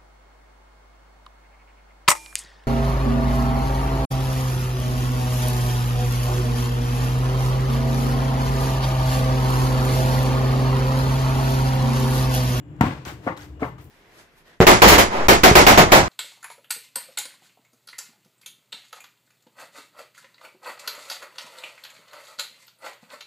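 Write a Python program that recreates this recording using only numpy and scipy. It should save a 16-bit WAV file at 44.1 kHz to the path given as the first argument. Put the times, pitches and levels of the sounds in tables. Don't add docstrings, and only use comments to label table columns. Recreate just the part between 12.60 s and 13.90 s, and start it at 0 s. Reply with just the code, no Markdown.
import sys
import numpy as np
from scipy import signal
from scipy.fft import rfft, irfft
from scipy.io import wavfile
from scipy.ndimage import uniform_filter1d

SR = 44100
rng = np.random.default_rng(int(sys.argv[2]) if len(sys.argv) > 2 else 0)


def transcribe(signal):
    frames = np.atleast_2d(signal).T
    limited = np.clip(frames, -1, 1)
    pcm = np.round(limited * 32767).astype(np.int16)
    wavfile.write(sys.argv[1], SR, pcm)


def elevation(decibels):
    levels = np.asarray(decibels, float)
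    return 10 ** (levels / 20)


N = 57330
T = np.arange(N) / SR
HZ = np.fft.rfftfreq(2 * N, 1 / SR) + 1e-3


def curve(points):
    p = np.array(points, float)
    return np.interp(np.log(HZ), np.log(p[:, 0]), p[:, 1])


def shape(x, gain):
    return irfft(rfft(x, 2 * N) * gain, 2 * N)[..., :N]


def unit(x):
    return x / np.sqrt(np.mean(x ** 2))


def pair(x, other):
    # f/Hz, level/dB
    apart = [(100, -19.5), (300, -12), (700, -5.5), (1500, -1), (16000, 1)]
    side = shape(other, elevation(curve(apart)))
    return np.array([x + side, x - side])


def ring(s, hz, t60, rise_s):
    t = np.clip(T - s, 0, None)
    return -np.sin(2 * np.pi * hz * t) * (1 - np.exp(-t / rise_s)) * elevation(-60 * t / t60)


def walk(rate):
    k = int(SR / rate)
    steps = np.repeat(rng.standard_normal(N // k + 1), k)
    return 1.63 * uniform_filter1d(uniform_filter1d(steps, k), k)[:N]


def click(s, points):
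    fold = irfft(curve(points) * np.log(10) / 20, 2 * N)
    fold[1:N] = 2 * fold[1:N]
    fold[N + 1:] = 0
    x = irfft(np.exp(rfft(fold) - 2j * np.pi * HZ * s), 2 * N)[:N]
    return x / np.sqrt(np.sum(x ** 2))


def far():
    # f/Hz, level/dB (per Hz)
    far_colour = [(25, -65), (140, 1.5), (210, -22), (320, -21), (600, -38.5), (3300, -57), (4200, -70),
                  (16500, -74.5)]
    # t/s, level/dB
    far_swell = [ [(0.0, -44), (0.108, -45), (0.292, -40.5), (0.748, -60.5), (0.908, -78), (1.068, -41.5),
                 (1.3, -81)], ][0]
    # f/Hz, width/Hz, level/dB
    drone_bands = [(72, 54, -50), (129.3, 24, -56), (195, 60, -64.5), (301, 20, -63.5), (2870, 21, -81)]

    def peak(hz, width):
        return 1 / (1 + ((HZ - hz) / width * 2) ** 2)

    noise = pair(*rng.standard_normal((2, N)))
    colour = elevation(curve(far_colour))
    low = 1 / (1 + (HZ / 333) ** 4)
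    swell_db = np.interp(T, *np.array(far_swell).T)
    rumble = unit(shape(noise, colour * low)) * elevation(swell_db - 2.0)
    drone = 0
    for hz, width, db in drone_bands:
        drone = drone + unit(shape(noise, peak(hz, width))) * elevation(db + 0.5 * walk(18.0))
    air = unit(shape(noise, colour * (1 - low))) * elevation(-53 + 1.95 * walk(11.36))

    hum_swell = 1 + 0.58 * np.cos(2 * np.pi * 1.346 * (T - 0.17))
    hum = elevation(-52) * hum_swell * np.sin(2 * np.pi * 297.2 * T + 1.48 * walk(12))

    throb = (1 + 0.42 * np.sin(2 * np.pi * 40.2 * T)) * (0.46 + np.exp(-T / 0.73))
    cricket = unit(shape(noise, peak(7250, 600) ** 2)) * throb * elevation(-83)
    return rumble + drone + hum + air + cricket


def shoes():
    scuff_starts = [.160, .452, .61, .764, .795, .992, 1.035, 1.18, 1.208, 1.247]
    # rise/s, hold/s, level/dB, brightness/(dB per octave)
    scuffs = [(0.0034, 0.012, -86, 5), (0.0019, 0.038, -37, 1), (0.06, 0.012, -45.5, 0.5),
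              (0.009, 0.021, -46.5, 2), (0.022, 0.028, -50.5, 2.5), (0.026, 0.0099, -41.5, -1),
              (0.018, 0.025, -57.5, 7.5), (0.0011, 0.026, -53.5, 0.5), (0.0054, 0.0068, -51, 15.5),
              (0.0025, 0.011, -57, 11.5)]
    # f/Hz, level/dB (per Hz)
    grit_colour = [(240, -13), (450, 1), (900, -0.5), (1600, -4.5), (4000, -16), (8000, -22.5),
                   (16500, -26.5)]
    # t/s, peak level/dB, f/Hz, t60/s
    pebbles = [(.766, -39, 4200, .009), (.7755, -34, 3800, .011), (.812, -40, 3900, .01),
               (.82, -41, 6400, .012), (.832, -41, 4500, .012), (.806, -43, 5500, .012),
               (.4519, -33, 3800, .005)]
    # t/s, level/dB, low f/Hz, high f/Hz
    ticks = [(.1655, -58, 4000, 8000), (.4518, -31, 2800, 9000), (.452, -46, 11000, 16500),
             (.512, -45, 11500, 15500), (.766, -45, 3700, 4500), (.7756, -44, 6500, 8000),
             (.7765, -47, 6000, 12000), (.869, -53, 12000, 15500), (1.2442, -41, 9000, 17000),
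             (1.215, -55, 13500, 15500)]
    # t/s, peak level/dB, f/Hz, t60/s
    thuds = [(0.457, -33.5, 74.9, 0.38), (0.47, -21.5, 114, 0.052), (0.468, -26.5, 290, 0.036),
             (0.262, -22, 100, 0.19), (0.701, -36, 110, 0.074), (0.789, -39.5, 117, 0.2),
             (0.883, -34.5, 70.3, 0.66), (0.945, -33, 72, 0.34), (0.996, -43, 1100, 0.027),
             (1.084, -39, 64, 0.31), (1.182, -44.5, 1200, 0.067)]

    grains = (rng.random((2, N)) < 9000 / SR) * rng.standard_normal((2, N))
    grains = pair(*(grains * elevation(1.0 * rng.exponential(size=(2, N)))))
    out = 0
    for s, (rise_s, hold_s, db, tilt_db) in zip(scuff_starts, scuffs):
        release = np.exp(-np.clip(T - s - rise_s - hold_s, 0, None) / 0.032)
        env = np.clip((T - s) / rise_s, 0, 1) * release
        tilt = tilt_db * np.log2(np.clip(HZ, 300, None) / 4000)
        grit = unit(shape(grains, elevation(curve(grit_colour) + tilt)))
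        out = out + elevation(db + 1.03 * walk(80.1)) * env * grit
    for s, db, hz, t60 in pebbles:
        out = out + elevation(db) * ring(s, hz, t60, 0.0002)
    snap = rng.standard_normal(N)
    for s, db, low_hz, high_hz in ticks:
        band = 1 / (1 + (low_hz / HZ) ** 12) / (1 + (HZ / high_hz) ** 12)
        fade = elevation(db - 60 * abs(T - s) / 0.005) * (T > s)
        out = out + fade * unit(shape(snap, band))
    for s, db, hz, t60 in thuds:
        out = out + elevation(db) * ring(s, hz, t60, 0.5 / hz)
    return out


def slap():
    # f/Hz, level/dB, t60/s
    slap_modes = [(103, -35, 0.12), (141.3, -3.5, 0.16), (187.6, 0.5, .045), (235, -1, 0.067),
                  (265, -11.5, 0.12), (320, -28, 0.04), (486, -1.5, 0.022), (587, -17.5, 0.029),
                  (733, -3.5, 0.048), (830, 0, 0.017), (927, -5, 0.093), (1028, -9.5, 0.041),
                  (1320, -10, 0.054), (1880, -8.5, 0.048)]
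    # f/Hz, level/dB (per Hz)
    crack_colour = [(500, -32), (900, -17), (2000, -20.5), (4500, -35.5), (7500, -35.5), (13000, -52),
                    (16500, -40)]
    # f/Hz, level/dB (per Hz)
    slap_spread = [(180, -39), (300, -9.5), (456, -16.5), (780, -9), (1200, -13), (2520, -21.5),
                   (6000, -36), (16500, -43.5)]
    slap_s = 0.2095

    def hit(s, modes):
        total = 0
        for hz, db, t60 in modes:
            inside_air = hz < 400
            start = s + 0.00097 * inside_air
            total = total + elevation(db) * np.sign(hz - 400) * ring(start, hz, t60, 0.00056)
        return total

    body = hit(slap_s, slap_modes) + elevation(-4.5) * hit(slap_s + 0.0268, slap_modes[1:6])
    body = body * elevation(-9)

    t = T - slap_s
    env = (t > 0) * (1 - np.exp(-abs(t) / 0.001)) * elevation(-60 * abs(t) / 0.035)
    hiss = pair(*rng.standard_normal((2, N)))
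    crack = unit(shape(hiss, elevation(curve(crack_colour)))) * env * elevation(-17.5)

    snap_s = slap_s + 0.0017 + 7e-6 * np.array([[1], [-1]])
    finger_snap = elevation(-13) * ring(snap_s, 12750, 0.003, 0.00019)
    return body, crack + finger_snap, elevation(7) * click(slap_s, slap_spread)


def after_rings():
    # t/s, peak level/dB, f/Hz, t60/s
    ring_events = [(.242, -19, 740, 0.058), (.23, -23, 141, 0.095), (0.25, -23, 1060, 0.052),
                   (.262, -22.5, 257, 0.074), (.277, -21.5, 268, 0.11), (.24, -26, 235, .08),
                   (0.27, -30, 1100, 0.12), (0.32, -21.5, 140, 0.13), (.6678, -8, 279, 0.026),
                   (.6648, -19.5, 614, 0.014), (.6725, -15, 1106, 0.026), (.6762, -9.5, 707, 0.018),
                   (.669, -20, 160, 0.042), (.674, -25, 1410, 0.065), (.69, -28, 770, .05),
                   (.705, -26, 288, 0.057), (.686, -33, 1890, 0.086), (.712, -34.5, 2100, 0.076),
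                   (.678, -26, 2100, .025), (0.691, -26.5, 167.5, 0.12), (.694, -25, 520, 0.075),
                   (0.72, -36, 1036, 0.042), (.722, -28.5, 330, 0.068), (0.78, -46, 1500, 0.07),
                   (1.0214, -10, 274, 0.0435), (1.0185, -21, 646, .025), (1.022, -27.5, 1300, 0.052),
                   (1.0245, -16, 442, 0.044), (1.0265, -16.5, 745, 0.031), (1.029, -22.5, 1120, 0.034),
                   (1.03, -31, 1700, 0.054), (1.048, -37, 2250, 0.044), (1.02, -23, 160, .04),
                   (1.031, -26, 2115, 0.037), (1.04, -34, 720, 0.18), (1.048, -31.5, 530, 0.098),
                   (1.045, -27, 139.6, 0.066), (0.46, -36.5, 1003, 0.055), (.470, -38, 600, .04),
                   (0.52, -32.5, 112, 0.12), (0.52, -30, 326, 0.048)]
    return sum(elevation(db) * ring(s, hz, t60, 0.65 / hz) for s, db, hz, t60 in ring_events)


def knocks():
    knock_times = [.6655, .669, .673, .6765, 1.017, 1.0215, 1.026, 1.031]
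    # level/dB, contact time/s, brightness/(dB per octave)
    contacts = [(-24.5, 0.00088, -3.5), (-21.5, 0.0022, 3), (-30.5, 0.0012, 7), (-35.5, .001, 4),
                (-34.5, 0.0014, 0), (-29, 0.0015, -6), (-26.5, 0.00075, -4), (-28, 0.00036, 8.5)]
    # f/Hz, level/dB, t60/s
    knock_modes = [(147, -7.5, 0.035), (194, 0.5, 0.012), (226, 4, 0.023), (284, 8.5, 0.049),
                   (440, 7, 0.025), (520, 13, 0.015), (630, 8, 0.034), (710, 7, 0.024), (990, -1, 0.0081),
                   (1080, 12, 0.0087), (1200, 5, 0.0079), (1403, -5, 0.035), (1790, -2, 0.02),
                   (2105, 2, 0.022)]
    # f/Hz, level/dB (per Hz)
    knock_spread = [(71, -20), (120, 6), (181, -16.5), (445, -3.5), (515, -5), (680, -8.5), (1060, -2),
                    (6000, -43.5), (7800, -49), (13200, -120)]

    grid_shape = (len(contacts), len(knock_modes))
    chance = rng.standard_normal(grid_shape)
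    late_s = 0.002 * rng.random(grid_shape)
    rasp_colour = curve([(1500, 6), (2800, -6), (6000, -29), (16000, -31)])
    rasp = unit(shape(rng.standard_normal(N), elevation(rasp_colour)))
    out, spread = 0, 0
    for s, (level_db, contact_s, tilt_db), row, lag in zip(knock_times, contacts, chance, late_s):
        for (hz, db, t60), c, d in zip(knock_modes, row, lag):
            mode_db = level_db - 15 + db + tilt_db * np.log2(hz / 600) + 3 * c
            out = out + elevation(mode_db) * ring(s + d, hz, t60, contact_s)
        fade = elevation(level_db - 12.5 - 60 * abs(T - s) / 0.031)
        out = out + fade * rasp * np.clip((T - s) / contact_s, 0, 1)
        spread = spread + elevation(level_db + 23.5) * click(s, knock_spread)
    return out, spread


def yard(gap_s, fill_s, share=1):
    # f/Hz, t60/s
    yard_t60 = np.array([(80, 0.12), (300, 0.39), (1000, 0.4), (3000, 0.5), (8000, 0.57), (16000, 0.3)])
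    noise = rng.standard_normal((2, N)) * elevation(1.26 * walk(144))
    out = 0
    for hz in 40 * 2. ** np.arange(10):
        band = np.clip(1 - abs(np.log2(HZ / hz)), 0, 1)
        t60 = np.interp(np.log(hz), np.log(yard_t60[:, 0]), yard_t60[:, 1])
        out = out + shape(noise, band) * elevation(-60 * T / t60 / share)
    fill = 1 - np.exp(-np.clip(T - gap_s, 0, None) / fill_s)
    out = rfft(pair(*(out * fill)), 2 * N)
    return out / np.sqrt(uniform_filter1d(abs(out) ** 2, size=120))


def scene():
    body, crack, slap_sent = slap()
    knock, knock_sent = knocks()
    feet = shoes()
    near = elevation(-11) * body + slap_sent + elevation(-12.5) * feet[0]
    across = elevation(-8.5) * knock + knock_sent
    near_echo = shape(near, yard(0.0011, 0.008))
    across_echo = shape(across, yard(0.0057, 0.0034, 0.62))
    return body + crack + knock + after_rings() + feet + near_echo + across_echo + far()


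def roll_off(x):
    return signal.sosfilt(signal.butter(12, 16740, fs=SR, output="sos"), x)


def record(dry):
    # f/Hz, level/dB
    mic_tone = [(7800, 0.5), (9600, -5), (13000, -1), (15500, -2.5), (15900, -24), (17000, -44)]
    # f/Hz, level/dB
    left_over_right = [(60, 2), (250, 2), (700, 4.5), (1290, 5.5), (2380, 7), (4400, 2), (8120, -1),
                       (15000, 2)]
    side = np.array([[1], [-1]])
    lead = np.exp(1j * np.pi * side * HZ * 0.00019)
    ports = elevation(curve(mic_tone) + side * curve(left_over_right) / 2) * lead
    bass_cut = signal.butter(6, 46, "high", fs=SR, output="sos")
    cut = signal.sosfilt(bass_cut, shape(dry, ports))
    mix = np.tanh(0.7 * cut) / 0.7
    return roll_off(mix)


dry = scene()
out = record(dry)
transcribe(out)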